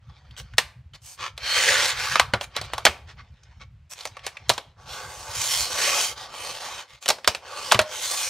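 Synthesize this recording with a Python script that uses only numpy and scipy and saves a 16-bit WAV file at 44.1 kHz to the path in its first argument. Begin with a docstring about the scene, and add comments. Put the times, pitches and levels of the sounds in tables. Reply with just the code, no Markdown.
"""A desk in a small room, two microphone ports close above it: hands pry the bottom cover off a laptop.
Plastic clips snap free as noise bursts that ring the shell; the chassis bumps the desk in decaying sines.
Fingers rub and tick along the seam, and the laptop is dragged and ground round on the desk top: the sliding
is made of trains of tiny slips, as is a faint dark noise under the handling.
Reflections, a lumpy low rumble and a faint hiss lie behind."""
import sys
import numpy as np
from scipy import signal
from scipy.fft import rfft, irfft, next_fast_len
from scipy.io import wavfile
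from scipy.ndimage import uniform_filter1d, map_coordinates

SR = 44100
rng = np.random.default_rng(int(sys.argv[2]) if len(sys.argv) > 2 else 0)


def generate_wav(sig):
    """Save sig (samples, or channels by samples) to the path in sys.argv[1] as 16-bit PCM at SR."""
    pcm = np.round(np.clip(np.atleast_2d(sig).T, -1, 1) * 32767).astype(np.int16)
    wavfile.write(sys.argv[1], SR, pcm)


N = 365588

# clips snapping along the seam: t/s, level/dB, weight/dB, brightness/dB, pitch f/Hz
CLIP_SNAPS = [(0.5814, -11.5, -12, -6.5, 1910), (1.377, -34.5, -11, -7.5, 3900),
              (2.156, -15.5, -7, -15.5, 1190), (2.196, -10.5, -6.5, -11.5, 1250),
              (2.336, -17.5, -2, -17.5, 1380), (2.4102, -28, -4, -12, 3220), (2.564, -25, -6.5, -6, 4000),
              (2.613, -33, -3.5, -3, 4360), (2.734, -27, -2, -10.5, 1070), (2.78, -29.5, 2, -7, 1200),
              (2.8518, -10, -6.5, -4, 3070), (2.8649, -12, -5.5, -18, 2206), (4.053, -30, -3.5, -4, 2130),
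              (4.265, -29.5, -4.5, -1.5, 2320), (4.4935, -16.5, -8, -0.5, 3900),
              (4.4991, -17.5, -1, -7.5, 910), (4.5785, -29, -2.5, -8, 3520),
              (7.0585, -28, -8.5, -6.5, 3100), (7.0797, -25.5, -13, 0, 4430), (7.087, -19, -5, 1, 5400),
              (7.102, -18, -2.5, -3, 4400), (7.2445, -30, -14, -14, 3470), (7.275, -13, -5, -3.5, 5460),
              (7.348, -27, -8, -7.5, 2540), (7.7143, -16.5, -16, -27, 3380), (7.7199, -11, -4.5, -6.5, 830),
              (7.7447, -18.5, -3, -13, 2030), (7.791, -13, -5, -11, 1580), (7.8145, -31.5, -14, -3, 1620)]
# colour of a sudden blow on the plastic: f/Hz, level/dB
BLOW_COLOUR = [(110, -15.5), (290, -11.5), (550, 2.5), (3800, 3), (9000, -6.5), (15500, -16.5)]


def amp(db):
    """Decibels to gain."""
    return 10 ** (np.asarray(db) / 20)


def evened(x):
    """Scales to rms 1."""
    return x / np.sqrt(np.mean(x ** 2) + 1e-20)


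def read(points, hz):
    """Reads a table on a log-frequency axis."""
    f, value = np.transpose(points)
    return np.interp(np.log(hz + 1), np.log(f + 1), value)


def add(mix, s, sound):
    """Mixes a sound in at a time in seconds."""
    part = mix[..., max(round(s * SR), 0):][..., :sound.shape[-1]]
    part += sound[..., :part.shape[-1]]


def shaped(x, gain):
    """Filters by a gain that is a function of frequency."""
    size = next_fast_len(x.shape[-1] + 512)
    spectrum = rfft(x, size) * gain(np.fft.rfftfreq(size, 1 / SR))
    return irfft(spectrum, size)[..., :x.shape[-1]]


def coloured(x, colour, size=1024):
    """Causal minimum-phase filter with a given spectrum, so that attacks stay sharp."""
    log_gain = np.log(amp(read(colour, abs(np.fft.fftfreq(size, 1 / SR)))))
    taps = np.fft.ifft(np.exp(np.conj(signal.hilbert(log_gain)))).real
    taps = taps.reshape((1,) * (x.ndim - 1) + (-1,))
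    return signal.fftconvolve(x, taps, axes=-1)[..., :x.shape[-1]]


def resonate(x, hz, width):
    """A resonance of gain 1 at its peak, width in Hz."""
    return signal.lfilter(*signal.iirpeak(hz, hz / width, fs=SR), x)


def glide(x, hz, width):
    """A resonance of gain 1 that follows a pitch curve: shift to zero, smooth, shift back."""
    turn = np.exp(2j * np.pi * np.cumsum(hz) / SR)
    r = np.exp(-np.pi * width / SR)
    return 2 * (turn * signal.lfilter([1 - r], [1, -r], x / turn)).real


def spread(pair):
    """Two unrelated signals become what two close microphone ports hear of a wide source."""
    # left-right likeness of spread-out sound: f/Hz, likeness (0 to 1)
    likeness = [(1500, 0.96), (5000, 0.79), (15000, 0.25)]
    alike = lambda hz: np.clip(read(likeness, hz), -1, 1)
    unlike = lambda hz: np.sqrt(1 - alike(hz) ** 2)
    return np.array([pair[0], shaped(pair[0], alike) + shaped(pair[1], unlike)])


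def registers(x, low_hz=1000, high_hz=4500):
    """Splits a sound into middle, weight and brightness."""
    cuts = [([low_hz, high_hz], "bandpass"), (low_hz, "lowpass"), (high_hz, "highpass")]
    return [signal.sosfilt(signal.butter(3, hz, kind, fs=SR, output="sos"), x) for hz, kind in cuts]


def voiced(x, db, weight_db, bright_db, over=slice(None), lean=0.33, usual_db=-6):
    """Sets level, weight and brightness: a firm broad contact is heavy, a light sharp one bright."""
    middle, low, high = (band / np.sqrt(np.mean(band[..., over] ** 2)) for band in registers(x))
    upper_middle = shaped(middle, lambda hz: hz ** 4 / (hz ** 4 + 2500 ** 4))
    tilt = amp(lean * (bright_db - usual_db))  # brightness also tilts the middle register
    middle = (middle + (tilt - 1) * upper_middle) / np.sqrt(tilt)
    return amp(db) * (middle + amp(weight_db) * low + amp(bright_db) * high)


def shell(x, direct, sharpness=18):
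    """Part of a force radiates at once; the rest rings the resonances of the shell."""
    # resonances of the shell: f/Hz, level/dB
    modes = [(500, -9.5), (880, -6.5), (1150, -1.5), (1540, -2.5), (1890, -8), (2160, -4.5), (2490, -7.5),
             (3130, -4), (4380, -9.5), (5520, -8.5), (6450, -4), (8350, -11.5)]
    return direct * x + sum(amp(db) * resonate(x, hz, hz / sharpness) for hz, db in modes)


def wandering(x, depth_db, patch_hz, drift_s, size=512):
    """The colour drifts: resonances about patch_hz wide swell and fade over about drift_s."""
    hz, t, z = signal.stft(np.c_[x, np.zeros((2, size))], SR, nperseg=size)
    where = np.meshgrid(hz / patch_hz, t / drift_s, indexing="ij")
    patches = map_coordinates(rng.standard_normal((size, size // 10)), where, order=1, mode="wrap")
    return signal.istft(z * amp(depth_db * patches), SR, nperseg=size)[1][:, :x.shape[-1]]


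def broadly_wandering(x):
    """Broad, quick drift in the colour of a moving contact."""
    return wandering(x, depth_db=2.2, patch_hz=600, drift_s=.05)


def friction(length, slips_per_s, uneven_db, wash, judder_db, judder_s, direct=1.3):
    """Tiny slips of uneven size, bunched by a juddering grip, excite the shell; the colour drifts."""
    # colour of sliding contact: f/Hz, level/dB
    slide_colour = [(280, -18.5), (500, -5.5), (750, -5), (1300, 1.5), (6500, 4.5), (8500, 2), (15500, -9)]
    slip_size = amp(uneven_db * np.minimum(rng.exponential(1, length), 4))
    slips = evened(slip_size * (rng.random(length) < slips_per_s / SR))
    judder_length = max(int(judder_s * SR), 1)
    grip = evened(uniform_filter1d(rng.standard_normal(length), judder_length))
    force = (slips + wash) * amp(judder_db * grip) * rng.standard_normal((2, length))
    x = shell(coloured(spread(force), slide_colour), direct)
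    return wandering(x, depth_db=3.8, patch_hz=130, drift_s=.15)


def snaps(crack_s=0.0021, rise_s=0.0012, tick_s=0.00032, tick_db=3,
          rattle_db=-14, rattle_t60=0.073, rattle_top_hz=6000, direct=7):
    """A clip lets go with a tick and a crack, strikes its seat again, rings and sets the case rattling."""
    rebound_min_s, rebound_max_s, rebound_db = 0.0034, 0.0076, -12.5
    clip_ring, clip_width_hz = 1.9, 400
    out, t = np.zeros(N), np.arange(SR // 6) / SR
    attack = 1 - np.exp(-t / rise_s)
    blow = attack * (np.exp(-t / crack_s) + amp(tick_db) * np.exp(-t / tick_s))
    dying = attack * amp(rattle_db - 60 * t / rattle_t60)
    for s, db, weight_db, bright_db, hz in CLIP_SNAPS:
        crack, rattle = rng.standard_normal((2, len(t)))
        rebound_s = rng.uniform(rebound_min_s, rebound_max_s)
        crack = crack * (blow + amp(rebound_db) * np.interp(t - rebound_s, t, blow))
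        clip = clip_ring * resonate(crack, hz, clip_width_hz)
        rattle = dying * shaped(rattle, lambda f: 1 / np.hypot(1, f / rattle_top_hz))
        x = shell(coloured(crack + clip + rattle, BLOW_COLOUR), direct)
        # the level is set over the first hundredth of a second
        add(out, s, voiced(x, db, weight_db, bright_db, slice(SR // 100)))
    return out


def body_rings(rise_s=0.00088, bump_t60=0.085, cover_hz=620):
    """Decaying sines: chassis bumps on the desk, each with a hollow knock, and the loose cover's note."""
    # the chassis bumps the desk: t/s, level/dB, f/Hz
    bump_list = [(2.335, -19.5, 113), (2.885, -26, 80), (4.503, -28, 120), (7.285, -27.5, 90),
                 (7.75, -19.5, 115), (7.804, -26, 97)]
    # hollow modes of the chassis in each bump: f/Hz, level re bump/dB
    knock_modes = [(205, -7), (375, -11)]
    # the loosened cover swings: t/s, level/dB, t60/s
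    swing_list = [(7.7202, -19, 0.11), (7.79, -10, 0.17)]
    out, t = np.zeros(N), np.arange(SR // 2) / SR

    def ring(hz, db, t60):
        """One mode, struck softly and dying away."""
        return amp(db - 60 * t / t60) * np.sin(2 * np.pi * hz * t) * (1 - np.exp(-t / rise_s))

    for s, db, hz in bump_list:
        knock = sum(ring(mode_hz, db + mode_db, bump_t60) for mode_hz, mode_db in knock_modes)
        add(out, s, ring(hz, db, bump_t60) + knock)
    for s, db, t60 in swing_list:
        add(out, s, ring(cover_hz, db, t60))
    return out


def drags():
    """Each shove over the desk speeds up and slows; faster sliding is louder, brighter and less weighty."""
    # shoves: start t/s, fastest t/s, end t/s, then at the fastest: level/dB, weight/dB, brightness/dB
    shove_list = [(1.386, 1.65, 1.95, -23, -14, -7.5), (1.727, 1.83, 1.96, -23.5, -15.5, -6.5),
                  (1.875, 2.08, 2.24, -26.5, -11.5, -12), (4.851, 4.95, 5.08, -39, -3, -6.5),
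                  (4.758, 5.424, 5.55, -41, -1, -3), (5.26, 5.598, 5.72, -28.5, -11, 2.5),
                  (5.638, 5.874, 6.08, -28, -4, 0.5), (5.848, 6.032, 6.15, -29.5, -10.5, 1.5),
                  (6.149, 6.204, 6.3, -39, -3.5, -9.5), (6.27, 6.44, 6.88, -36.5, -3, -5.5),
                  (6.604, 6.76, 6.85, -39, -13, -6), (7.411, 7.706, 7.8, -35, -2.5, -6.5),
                  (7.839, 8.145, 8.6, -31, -8.5, 1.5)]
    # dB gained for each dB of sliding speed
    level_per_speed, weight_per_speed, bright_per_speed = 0.94, -0.34, 0.59
    out = np.zeros((2, N))
    for start, fastest, end, db, weight_db, bright_db in shove_list:
        t = np.arange(start, end, 1 / SR)
        x = friction(len(t), slips_per_s=4000, uneven_db=2.0, wash=0.8,
                     judder_db=1.47, judder_s=0.03, direct=.8)
        x = broadly_wandering(x)
        speed = np.sin(np.pi / 2 * np.interp(t, [start, fastest, end], [0, 1, 0]))
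        speed_db = 20 * np.log10(speed + 1e-3)
        add(out, start, voiced(x, db + level_per_speed * speed_db,
                               weight_db + weight_per_speed * speed_db,
                               bright_db + bright_per_speed * speed_db))
    return out


def grinds(peak_width_hz=750, desk_hz=480, desk_width_hz=170, desk_db=4):
    """A hard-pressed edge slips coarsely: a resonance glides as the laptop turns; the desk top drones."""
    # grinds: start t/s, hardest t/s, end t/s, level/dB, resonance from f/Hz, to f/Hz
    grind_list = [(1.555, 1.571, 1.63, -21, 1760, 2000), (1.603, 1.7, 1.88, -21, 2110, 1120),
                  (5.721, 5.85, 6.08, -27, 1720, 2690)]
    out = np.zeros((2, N))
    for start, hardest, end, db, from_hz, to_hz in grind_list:
        t = np.arange(start, end, 1 / SR)
        x = friction(len(t), slips_per_s=900, uneven_db=0.0, wash=0.59, judder_db=1.5, judder_s=0.022)
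        edge = glide(x, np.geomspace(from_hz, to_hz, len(t)), peak_width_hz)
        desk = amp(desk_db) * resonate(x, desk_hz, desk_width_hz)
        pressure = np.sin(np.pi / 2 * np.interp(t, [start, hardest, end], [0, 1, 0]))
        add(out, start, amp(db) * evened(edge + desk) * pressure)
    return out


def rubs(overrun_s=0.0042, weight_db=-8, level_db=2):
    """Short grainy strokes of skin and nail along the seam, and a very short faint noise into each snap."""
    # strokes: start t/s, end t/s, level before the common level_db/dB, brightness/dB
    stroke_list = [(0.364, 0.426, -41.5, -4), (0.935, 0.969, -45.5, -13), (1.003, 1.183, -52, 5.5),
                   (1.166, 1.315, -34, -18.5), (2.405, 2.46, -39.5, -5), (2.542, 2.61, -35, -31),
                   (2.633, 2.671, -43, -11), (3.059, 3.145, -49.5, -21.5), (3.163, 3.237, -51, -46),
                   (3.597, 3.645, -45.5, -29.5), (3.895, 3.951, -46, 3.5), (3.937, 4.073, -45, -7.5),
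                   (4.231, 4.275, -43, -18), (6.857, 7.004, -49, -13.5), (7.005, 7.069, -46, -1.5)]
    # a very short faint noise leads into each snap
    lead_s, lead_top_db = 0.01, -52
    lead_ins = [(s - lead_s, s, min(lead_top_db, db - 24.5), bright_db)
                for s, db, _, bright_db, _ in CLIP_SNAPS]
    out = np.zeros((2, N))
    for start, end, db, bright_db in stroke_list + lead_ins:
        length = int((max(end - start, 0) + 2 * overrun_s) * SR)
        x = friction(length, slips_per_s=1200, uneven_db=2.5, wash=0.85, judder_db=-1.0, judder_s=0.0094)
        x = voiced(broadly_wandering(x), db + level_db, weight_db, bright_db)
        add(out, start - overrun_s, x * np.hanning(length))
    return out


def ticks(tick_s=0.0029, ring=5.9, width_hz=700, top_hz=6500, direct=2.5):
    """A fingernail catches the edge and slips off: a light tick with one short resonance."""
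    # nail ticks on the edge of the cover: t/s, level/dB, resonance f/Hz
    tick_list = [(0.309, -58, 3500), (0.365, -53, 3040), (0.536, -53.5, 1400), (0.935, -55.5, 3280),
                 (3.433, -62.5, 6000), (3.62, -59, 2500), (4.007, -45.5, 4350), (4.072, -45.5, 6200),
                 (4.168, -44, 880), (4.192, -53, 2490), (4.277, -43.5, 2200), (4.369, -43, 2230),
                 (4.535, -43.5, 5700), (7.184, -48.5, 620)]
    out, t = np.zeros(N), np.arange(SR // 20) / SR
    for s, db, hz in tick_list:
        force = rng.standard_normal(len(t)) * np.sqrt(t) * np.exp(-t / tick_s)
        force = force + ring * resonate(force, hz, width_hz)
        force = shaped(force, lambda f: 1 / np.hypot(1, f / top_hz))
        add(out, s, amp(db) * evened(shell(coloured(force, BLOW_COLOUR), direct)))
    return out


def dark_noise(weight_db=-3, bright_db=-27):
    """Faint dark noise of shifting colour under the handling, made of dense tiny slips."""
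    # stretches of dark noise: start t/s, end t/s, level/dB
    stretches = [(0, 0.6, -60.5), (2.497, 2.857, -46), (2.8, 3.698, -64.5), (3.947, 4.743, -55)]
    out = np.zeros((2, N))
    for start, end, db in stretches:
        length = int((end - start) * SR)
        x = friction(length, slips_per_s=2500, uneven_db=2, wash=.7, judder_db=2, judder_s=.02)
        x = wandering(x, depth_db=4.5, patch_hz=260, drift_s=.025)
        fade = np.sqrt(signal.windows.tukey(length))
        add(out, start, voiced(x, db, weight_db, bright_db) * fade)
    return out


def room(x, early_db=-11.0, early_t60=0.13, late_db=-19, gap_s=.003):
    """Quick reflections from the desk and nearby things, then the tail of the room, as decaying noise."""
    # decay of the tail: f/Hz, t60/s
    decay = [(150, 0.59), (2500, 0.35), (6000, 0.3)]
    noise = spread(rng.standard_normal((2, SR // 2)))
    hz, t, z = signal.stft(noise, SR, nperseg=256)
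    z = z * amp(-60 * t / read(decay, hz)[:, None])
    late = signal.istft(z, SR, nperseg=256)[1][:, :SR // 2]
    t = np.arange(SR // 2) / SR
    early = spread(rng.standard_normal(noise.shape)) * amp(-60 * t / early_t60)
    parts = [(early_db, early), (late_db, late)]
    tail = sum(amp(db) * part / np.linalg.norm(part[0]) for db, part in parts)
    out = np.zeros((2, N))
    add(out, gap_s, signal.fftconvolve(x, tail, axes=1))
    return out


def background(lump_s=0.045, lump_db=8.5, hiss_db=-71.5):
    """Low noise of lumpy, slowly changing level, alike in both ports, and a faint wide hiss."""
    # colour of the rumble: f/Hz, level/dB
    rumble_colour = [(20, -21), (55, 4.5), (120, 2.5), (165, -9.5), (650, -60.5)]
    # course of the rumble: t/s, level/dB
    rumble_level = [(0, -51), (0.501, -44), (1.1, -55.5), (2.299, -41.5), (4, -54.5), (5.499, -46),
                    (6.7, -61.5)]
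    # colour of the hiss: f/Hz, level/dB
    hiss_colour = [(2500, 4.5), (8000, -12.5), (15000, -43.5)]
    lumps = evened(uniform_filter1d(rng.standard_normal(N), int(lump_s * SR)))
    lumpy = rng.standard_normal(N) * amp(lump_db * np.tanh(lumps))
    rumble = evened(shaped(lumpy, lambda hz: amp(read(rumble_colour, hz))))
    level = amp(np.interp(np.arange(N) / SR, *np.transpose(rumble_level)))
    hiss = evened(coloured(spread(rng.standard_normal((2, N))), hiss_colour))
    return rumble * level + amp(hiss_db) * hiss


def scene(lag_hz=4200, right_db=1, count=3):
    """The work lies a little to one side: direct treble reaches the right port later and stronger."""
    handling = body_rings() + drags() + grinds() + rubs() + ticks() + dark_noise()
    near = snaps() + handling

    def port(hz):
        """Lag and gain of the right port."""
        return np.exp(-.4j * (hz / lag_hz) ** 1.33) * amp(right_db * np.minimum(hz / lag_hz, 2))

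    # a snap radiates differently in each direction; the walls return a blend of several
    snap_tails = sum(room(snaps()[None]) for _ in range(count)) / np.sqrt(count)
    direct = np.array([near[0], shaped(near[1], port)])
    return direct + room(handling) + snap_tails + background()


def record(dry, low_cut_hz=42, edge_hz=15700):
    """The microphone sheds deep bass; peaks beyond full scale clip; then the band limit."""
    thinned = signal.sosfilt(signal.butter(2, low_cut_hz, "highpass", fs=SR, output="sos"), dry)
    lowpass = signal.firwin(511, edge_hz, window=("kaiser", 9), fs=SR)
    return signal.oaconvolve(np.clip(thinned, -1.0, 1.0), lowpass[None], "same", axes=1)


dry = scene()
out = record(dry)
generate_wav(out)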